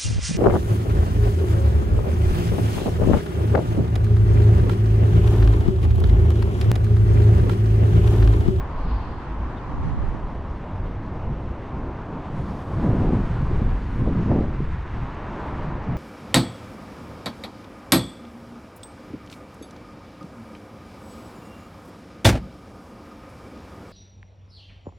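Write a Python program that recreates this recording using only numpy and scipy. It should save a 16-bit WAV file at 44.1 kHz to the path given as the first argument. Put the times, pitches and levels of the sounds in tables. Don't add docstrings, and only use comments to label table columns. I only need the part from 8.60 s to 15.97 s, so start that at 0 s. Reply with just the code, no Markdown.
import sys
import numpy as np
from scipy import signal
from scipy.io import wavfile
from scipy.ndimage import uniform_filter1d

SR = 44100
rng = np.random.default_rng(int(sys.argv[2]) if len(sys.argv) > 2 else 0)


def convert_level_to_amplitude(level_db):
    exponent = np.asarray(level_db, float) / 20
    return 10 ** exponent


def wav_record(signal):
    frames = np.transpose(np.atleast_2d(signal))
    bounded = np.clip(frames, -1, 1)
    quanta = np.round(bounded * 32767).astype(np.int16)
    wavfile.write(sys.argv[1], SR, quanta)


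N = 325017
SIZE, HOP = 1024, 256


def evened(x):
    return x / np.sqrt(np.mean(x ** 2) + 1e-20)


def steadied(x, count):
    return x / np.sqrt(uniform_filter1d(x ** 2, size=count) + 1e-12)


def read(points, hz):
    f, value = np.transpose(points)
    return np.interp(np.log(hz + 1), np.log(f + 1), value)


def follow(rows, t):
    s, *columns = np.transpose(rows)
    return [np.interp(t, s, column) for column in columns]


def grid():
    return np.fft.rfftfreq(SIZE, 1 / SR)[:, None], np.arange(N // HOP + 5) * HOP / SR


def noise(gain):
    a, b = rng.standard_normal((gain.shape[1], gain.shape[0], 2)).T
    x = signal.istft(gain * (a + 1j * b), nperseg=SIZE, noverlap=SIZE - HOP)[1]
    return x[:N] * np.sqrt(3 / 2)


def share(gain, hz, lo_hz, hi_hz):
    inside = (hz > lo_hz) & (hz < hi_hz)
    return gain / np.sqrt(np.sum(gain ** 2 * inside, axis=0))


def lumps(count):
    once = uniform_filter1d(rng.standard_normal(N), size=count)
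    return evened(uniform_filter1d(once, size=count))


def fuzzy(hz, width, count):
    r, lead = np.exp(-np.pi * width / SR), 4000
    a, b = rng.standard_normal((count + lead, 2)).T
    slow = signal.lfilter([1], np.convolve([1, -r], [1, -r]), a + 1j * b)[lead:]
    slow = slow / abs(slow) ** .65
    return evened((slow * np.exp(2j * np.pi * hz * np.arange(count) / SR)).real)


# pitch in Hz, width in Hz, level in dB.
WHISTLES = [
    (5925, 25, -86),
    (2085, 15, -74),
]


def whistles():
    return sum(convert_level_to_amplitude(db) * fuzzy(hz, width, count=N) for hz, width, db in WHISTLES)


# centre in seconds, length in seconds, pitch in Hz, width in Hz, level in dB.
TICKS = [(.1925, .004, 8000, 4000, -74), (.98, .022, 3600, 400, -57.5), (1.335, .02, 7310, 150, -74),
         (1.75, .006, 9500, 2500, -77), (3.27, .03, 12000, 1500, -92), (4.17, .02, 13000, 4000, -79.5),
         (2.624, .006, 6200, 2500, -72), (6.225, .005, 6200, 2500, -67), (6.548, .005, 6200, 2500, -64),
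         (1.18, .006, 900, 600, -36), (0.25, .02, 4400, 250, -62), (0.37, .025, 4450, 250, -62)]


def ticks():
    out, t = np.zeros(N), np.arange(-2000, 2000) / SR
    for s, length, hz, width, db in TICKS:
        at = round(s * SR) - len(t) // 2
        bell = np.exp(-4 * (t / length) ** 2)
        out[at:at + len(t)] += convert_level_to_amplitude(db) * bell * fuzzy(hz, width, count=len(t))
    return out


# centre in seconds, length in seconds, pitch in Hz, width in Hz, level in dB.
PUFFS = [(.32, 0.22, 4400, 750, -61), (0.52, 0.18, 4450, 700, -65.5), (.8, 1.4, 990, 150, -52),
         (0.14, .08, 1080, 120, -48), (4.5, .6, 590, 200, -51), (5.36, .3, 9700, 900, -80),
         (4.88, .04, 2700, 200, -67), (3.8, .12, 9000, 2300, -79), (3.96, 0.24, 10500, 3000, -75),
         (4.2, .22, 10500, 2900, -78), (3.28, .05, 11000, 2500, -88), (.25, .12, 11000, 2500, -92),
         (1.2, .35, 11000, 2000, -94), (1.17, .4, 5900, 2000, -76), (7.24, .02, 4900, 1200, -68),
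         (3.93, .15, 3300, 2800, -58.5), (4.21, .08, 2900, 2300, -57.5), (5.68, .2, 4600, 2500, -65.5),
         (6.74, .14, 4500, 3000, -66), (6.88, .25, 8100, 3000, -78), (0.37, 0.49, 2700, 1200, -59.5),
         (4.8, .9, 12000, 1500, -91.5), (2.25, .1, 8500, 2500, -84), (4.0, .4, 14000, 2000, -93)]


def puffs_power(hz, t):
    power = 0
    for s, length, f, width, db in PUFFS:
        shape = np.exp(-((hz - f) / width) ** 2 * 2)
        power = power + convert_level_to_amplitude(2 * db) * shape / shape.sum() * np.exp(-((t - s) / length) ** 2 * 4)
    return power


# time in seconds, flow in dB, engine load in dB.
TRAFFIC = [(0.0, 2.5, -1.5), (.4, 2, -2.5), (1.0, 1.5, -1.5), (1.4, 1, -1.5), (2.0, -1.5, 1),
           (2.6, -2, 2.5), (3.0, -2, 3.5), (3.4, 1, 1.5), (4.0, -0.5, 1.5), (4.4, 2, 3.5), (4.8, 1, -3.5),
           (5.1, -.5, -0.5), (5.4, -2.5, -6.5), (5.65, 1.5, -5), (5.85, -3, 3.5), (6.05, -2.5, -6),
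           (6.8, 4, -1), (7.37, 0, 3)]
# usual level in dB, share of flow, share of engine load,
# dB added by the bus, dB added by its air brake.
LAYERS = [
    (-46, 0.97, 1.12, 1.4, 0.4),
    (-43, 1.19, 0.055, -0.04, 0.8),
    (-54.5, .3, .01, 4.5, -0.6),
    (-67, .4, .01, 2.5, 2.5),
    (-84.5, .3, .01, 1.5, 8),
]


def traffic_db(t):
    arrives_s, approach_s = 4.16, 0.042
    opens_s, rise_s, hold_s, drain_s = 3.6, 0.22, 0.37, 2.6
    flow, load = follow(TRAFFIC, t)
    bus = (1 + np.tanh((t - arrives_s) / approach_s)) / 2
    since = t - opens_s
    draining = 1 - (since - rise_s - hold_s) / drain_s
    air = np.clip(np.minimum(since / rise_s, draining), 0, 1)
    return np.array(LAYERS) @ np.array([1 + 0 * t, flow, load, bus, air])


# frequency in Hz, density in dB per Hz.
STREET = [(120, -22.5), (210, 0.5), (290, 3), (400, -1.5), (550, -3.5), (800, -2), (1020, 0.5),
          (1300, -6.5), (1800, -12), (2400, -18.5), (4400, -32.5), (8200, -45.5), (10500, -52),
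          (13000, -75.5)]
# frequency in Hz, side against mid in dB.
SPREAD = [(100, -26.5), (250, -14.5), (450, -13), (900, -7.5), (1500, -5), (2600, -1.5), (4500, 2),
          (8000, 3), (12000, 0)]


def street():
    hz, t = grid()
    levels_db = traffic_db(t)
    bands_hz = [(450, 700), (800, 1400), (1700, 3200), (3500, 7000), (8000, 11000)]
    centres = np.log([550, 1050, 2200, 4800, 9500])
    colour = convert_level_to_amplitude(read(STREET, hz))
    power = puffs_power(hz, t)
    for k, (lo, hi) in enumerate(bands_hz):
        reach = np.interp(np.log(hz + 1), centres, np.arange(len(bands_hz)) == k)
        power = power + reach * (share(colour, hz, lo, hi) * convert_level_to_amplitude(levels_db[k])) ** 2
    patches = rng.standard_normal(power.T.shape).T
    patches = uniform_filter1d(uniform_filter1d(patches, size=14, axis=0), size=14, axis=1)
    patches_db = 0.79 * 1 * evened(patches)
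    flicker = lumps(count=1500)[np.minimum(np.arange(len(t)) * HOP, N - 1)]
    flicker_db = 0.8 * flicker * np.clip(hz / 4000, 0, 1)
    gain = np.sqrt(power) * convert_level_to_amplitude(patches_db + flicker_db)
    return noise(gain), noise(gain * convert_level_to_amplitude(read(SPREAD, hz)))


def gusting(rows, t, heave_db, flutter_db):
    s, length, *levels_db = np.transpose(rows)[:, :, None]
    bell = np.exp(-4 * ((t - s) / length) ** 2)
    curves_db = []
    for lull_db, db in zip((heave_db, flutter_db), levels_db):
        power = convert_level_to_amplitude(2 * lull_db) + (convert_level_to_amplitude(2 * db) * bell).sum(axis=0)
        curves_db.append(10 * np.log10(power))
    return curves_db


def buffet(heave_db, flutter_db, lumpy_db):
    hz, t = grid()
    heave = (1 + (hz / 70) ** 4) ** -.7 / (1 + (20 / (hz + 1)) ** 2)
    corner_hz = 200 * convert_level_to_amplitude(0.21 * (flutter_db + 18.0))
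    flutter = (1 + (hz / corner_hz) ** 3) ** -.8 / (1 + (95 / (hz + 1)) ** 3)
    heave_db, flutter_db = (np.interp(np.arange(N) / SR, t, db) for db in (heave_db, flutter_db))
    slow = noise(share(heave + 0 * t, hz, 20, 100)) * convert_level_to_amplitude(0.12 * lumpy_db * lumps(count=500))
    strength = np.clip((flutter_db + 38.5) / 12, .2, 1)
    quick = noise(share(flutter, hz, 110, 400)) * convert_level_to_amplitude(lumpy_db * strength * lumps(count=220))
    return convert_level_to_amplitude(heave_db) * steadied(slow, count=3000) + convert_level_to_amplitude(flutter_db) * steadied(quick, count=2500)


def eddies(rows):
    out, t = np.zeros(N + SR), np.arange(-SR // 4, SR // 4) / SR
    for s, length, hz, db in rows:
        width = 100 * 0.5 * (hz / 100) ** 1.35
        at = round(s * SR) + SR // 4
        bell = np.exp(-4 * (t / length) ** 2)
        out[at:at + len(t)] += convert_level_to_amplitude(db) * bell * fuzzy(hz, width, count=len(t))
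    return out[SR // 2:][:N]


def pops(rows):
    out, t = np.zeros(N), np.arange(-1000, 1000) / SR
    signs = rng.choice([-1., 1.], (len(rows), 1))
    for (s, db, hz), sign in zip(rows, signs):
        at = round(s * SR) - len(t) // 2
        pulse = np.cos(2 * np.pi * hz * t) * np.exp(-(2.1 * hz * t) ** 2)
        out[at:at + len(t)] += sign * convert_level_to_amplitude(db) * pulse
    return out


def membrane(wind):
    soft = wind / (1 + (wind / .48) ** 4) ** .25
    return signal.sosfilt(signal.butter(4, 1300, fs=SR, output="sos"), soft)


# peak in seconds, length in seconds, slow heave
# in dB, quick flutter in dB.
LONE_GUSTS = [
    (.5, 0.18, -38.5, -62),
    (1.25, 0.17, -23, -34),
    (1.4, 0.17, -20.5, -35.5),
    (1.52, 0.14, -26, -35),
    (1.63, 0.2, -29.5, -45),
    (1.85, 0.29, -31.5, -50),
    (2.3, 0.18, -24.5, -32.5),
]
# time in seconds, peak in dB, pitch in Hz.
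LONE_POPS = [(1.095, -22, 200), (1.18, -30, 200), (1.27, -15.5, 220), (1.382, -16, 150), (1.438, -16, 170),
             (1.488, -18, 170), (1.548, -12.5, 240), (1.73, -25, 200), (1.8, -26, 220)]


def lone_wind():
    heave_db, flutter_db = gusting(LONE_GUSTS, grid()[1], heave_db=-46.5, flutter_db=-61)
    return membrane(pops(LONE_POPS) + buffet(heave_db, flutter_db, lumpy_db=3.0))


# peak in seconds, length in seconds, slow heave in dB, quick flutter in dB.
GUSTS = [(0.0, 0.33, -29, -50), (.32, 0.19, -27.5, -44), (.5, 0.15, -33, -47), (.83, 0.26, -32, -39.5),
         (1.27, 0.34, -30, -35), (1.45, 0.13, -27.5, -36.5), (1.72, 0.22, -32, -44),
         (1.95, 0.38, -36.5, -40.5), (2.22, .16, -29, -42), (2.5, 0.16, -32.5, -35), (2.7, .16, -26.5, -38),
         (2.88, 0.13, -30.5, -49), (3.23, 0.21, -30.5, -36), (3.5, 0.24, -46, -39.5),
         (3.83, 0.27, -32, -32.5), (4.29, 0.17, -25, -24), (4.45, 0.23, -22, -23),
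         (4.62, 0.17, -24.5, -29.5), (4.8, 0.15, -26.5, -31.5), (5.0, 0.23, -19.5, -26.5),
         (5.25, 0.14, -27.5, -36), (5.45, 0.21, -23, -29), (5.72, 0.28, -25.5, -24.5),
         (5.92, 0.19, -26.5, -41), (6.12, 0.18, -25.5, -40.5), (6.4, 0.15, -28.5, -34.5),
         (6.62, 0.18, -38, -41), (6.95, 0.33, -35, -37), (7.1, 0.19, -30, -40), (7.37, 0.15, -28, -33)]
# centre in seconds, length in seconds, pitch in Hz, level in dB.
SURGES = [(0.333, 0.21, 55.3, -23), (0.805, 0.2, 49.3, -26), (1.2, 0.081, 57, -27), (1.9, 0.054, 60.2, -27),
          (1.647, 0.017, 52, -21.5), (2.27, 0.066, 39, -26.5), (2.71, 0.03, 120.5, -27),
          (3.791, 0.036, 94, -23), (4.249, 0.064, 210, -24), (4.4, 0.075, 165, -25.5),
          (4.54, 0.076, 220, -23), (5.02, 0.1, 135, -28.5), (5.481, 0.034, 520, -34),
          (5.749, 0.1, 570, -30), (4.26, 0.067, 470, -30), (5.13, 0.12, 36, -20), (4.17, 0.082, 110, -25),
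          (3.75, 0.041, 120, -29), (1.27, 0.057, 124, -28.5), (5.48, 0.092, 260, -26.5),
          (5.591, 0.055, 201, -22), (5.758, .1, 260, -25.5), (6.01, 0.062, 133, -23.5),
          (6.16, 0.064, 50, -28), (7.051, 0.095, 51.7, -37), (7.31, 0.08, 160.5, -23.5),
          (4.31, 0.073, 128, -22.5), (5.4, 0.11, 105, -24.5), (4.78, 0.13, 118, -27),
          (3.14, 0.063, 170, -33), (7.07, 0.17, 150, -32), (2.19, 0.11, 105, -32), (6.7, .2, 200, -37.5),
          (3.55, 0.16, 205, -36), (3.95, .15, 200, -35.5), (1.12, .15, 260, -41.5), (4.83, .05, 120, -27),
          (2.7, .08, 210, -35), (.55, 0.19, 350, -43.5), (.26, 0.033, 140, -28), (0.47, 0.032, 116, -35),
          (6.43, .04, 121, -29.5), (6.94, 0.033, 129, -33), (4.085, .04, 85, -30), (2.9, .06, 75, -31),
          (3.27, .06, 240, -35), (5.572, 0.045, 88, -21), (5.715, .03, 110, -19)]
# centre in seconds, length in
# seconds, pitch in Hz, level in dB.
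MORE_SURGES = [(.2, 0.16, 28, -27), (4.47, .08, 32, -24.5), (1.5, .1, 45, -31), (5.5, 0.11, 200, -28),
               (3.2, 0.14, 200, -36.5), (6.05, .2, 420, -43.5), (5.82, .08, 420, -36), (6.37, 0.085, 110, -33),
               (2.37, .08, 100, -32.5), (2.25, 0.14, 330, -43.5), (.33, 0.088, 210, -38), (2.55, .1, 520, -46)]
# centre in seconds, length in seconds,
# pitch in Hz, level in dB.
LAST_SURGES = [(.02, .05, 40, -29), (.95, .1, 390, -43), (1.03, .08, 330, -43), (1.15, .04, 50, -31),
               (1.82, .06, 70, -33), (3.1, .1, 60, -36), (4.115, .06, 160, -31), (4.125, .06, 60, -30),
               (4.18, .03, 50, -29), (4.385, .045, 205, -25), (4.455, .04, 110, -28), (4.55, .04, 70, -26),
               (4.93, .06, 330, -37), (7.25, .12, 420, -44), (6.25, .1, 300, -43), (2.45, .1, 300, -43),
               (5.462, .04, 110, -25), (5.815, .04, 105, -26), (5.9, .04, 110, -28), (5.42, .04, 480, -38),
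               (4.3, .05, 135, -26), (5.7, .08, 200, -28), (4.72, .1, 105, -29), (4.2, .06, 150, -29)]
# time in seconds, peak in dB, pitch in Hz.
POPS = [(4.197, -20, 170), (4.232, -16, 200), (4.245, -21, 300), (4.268, -15, 210), (4.314, -16, 190),
        (4.592, -15.5, 170), (4.915, -21, 318), (5.422, -14, 190), (5.458, -18, 170), (5.558, -19, 200),
        (5.583, -15, 230), (5.615, -16.5, 260), (5.716, -12, 560), (4.33, -28, 278), (4.404, -15, 197),
        (4.449, -13, 300), (4.472, -13, 220), (4.507, -15.5, 310), (4.534, -11.5, 335), (5.02, -12.5, 171),
        (5.476, -16, 417), (5.5, -19, 380), (5.6, -17, 250), (5.707, -14, 298), (5.722, -9, 217),
        (5.761, -7, 240), (5.787, -13.5, 200), (5.81, -12.5, 266), (6.005, -18, 262)]


def shared_wind():
    heave_db, flutter_db = gusting(GUSTS, grid()[1], heave_db=-38, flutter_db=-40.5)
    shed = eddies(SURGES) + eddies(MORE_SURGES) + eddies(LAST_SURGES)
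    return membrane(shed + pops(POPS) + buffet(heave_db, flutter_db, lumpy_db=4.0))


def scene():
    mid, side = street()
    mid = mid + whistles() + ticks() + shared_wind()
    lone = lone_wind()
    return np.array([mid + side + .5 * lone, mid - side - 1.14 * lone])


def fizz():
    hz, t = grid()
    gate_hz = 11300
    chance = rng.standard_normal((len(t) // 3 + 1, 8)).T
    chance = uniform_filter1d(chance, size=4, axis=1) + 1.1 * chance[0]
    band = np.clip((hz[:, 0] - gate_hz) // 1300 + 1, 0, 7).astype(int)
    opened = 1 / (1 + np.exp(-8 * (chance - .3)))
    shut_db = -14 * (1 - opened[band][:, np.arange(len(t)) // 3])
    return convert_level_to_amplitude(-102) * noise(share(1. * (hz > gate_hz), hz, gate_hz, 16000) * convert_level_to_amplitude(shut_db))


# from Hz, to Hz, share of time kept.
TOP_BANDS = [
    (10500, 11300, .94),
    (11300, 12800, .66),
    (12800, 15100, .17),
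    (15100, 17000, .02),
]


def stepped(x):
    hz, t, z = signal.stft(x, SR, nperseg=SIZE, noverlap=SIZE - HOP)
    gain, block = np.ones(z.shape), np.arange(len(t)) // 4 * 4
    for lo, hi, kept in TOP_BANDS:
        inside = (hz >= lo) & (hz < hi)
        power = uniform_filter1d((abs(z[inside]) ** 2).mean(axis=0), size=3)[block]
        gain[inside] = np.where(power > np.quantile(power, 1 - kept), 1, convert_level_to_amplitude(-11))
    return signal.istft(z * gain, SR, nperseg=SIZE, noverlap=SIZE - HOP)[1][:N]


# time in seconds, level of the side in dB.
WIDTH = [
    (0, -4.5),
    (1.4, -3.5),
    (1.6, -11.5),
    (1.8, -18),
    (2.0, -22),
    (2.4, -36),
    (2.8, -33),
    (7.37, -38.5),
]


def narrowed(side):
    t = np.arange(N) / SR
    treble = signal.sosfilt(signal.butter(1, 13000, "high", fs=SR, output="sos"), side)
    leak = treble * convert_level_to_amplitude(-21.5 + 4 * lumps(count=900))
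    top = signal.sosfilt(signal.butter(8, 11800, "high", fs=SR, output="sos"), side) * convert_level_to_amplitude(-2)
    opens, shuts = (np.tanh((t - s) / .025) for s in (3.76, 4.22))
    return side * convert_level_to_amplitude(follow(WIDTH, t)[0]) + leak + top * (opens - shuts) / 2


def band_limit(x):
    return signal.sosfilt(signal.butter(12, 15800, fs=SR, output="sos"), x)


def record(dry):
    mid = stepped((dry[0] + dry[1]) / 2) + fizz()
    side = narrowed((dry[0] - dry[1]) / 2)
    return band_limit(np.array([mid + side, mid - side]))


dry = scene()
out = record(dry)
wav_record(out)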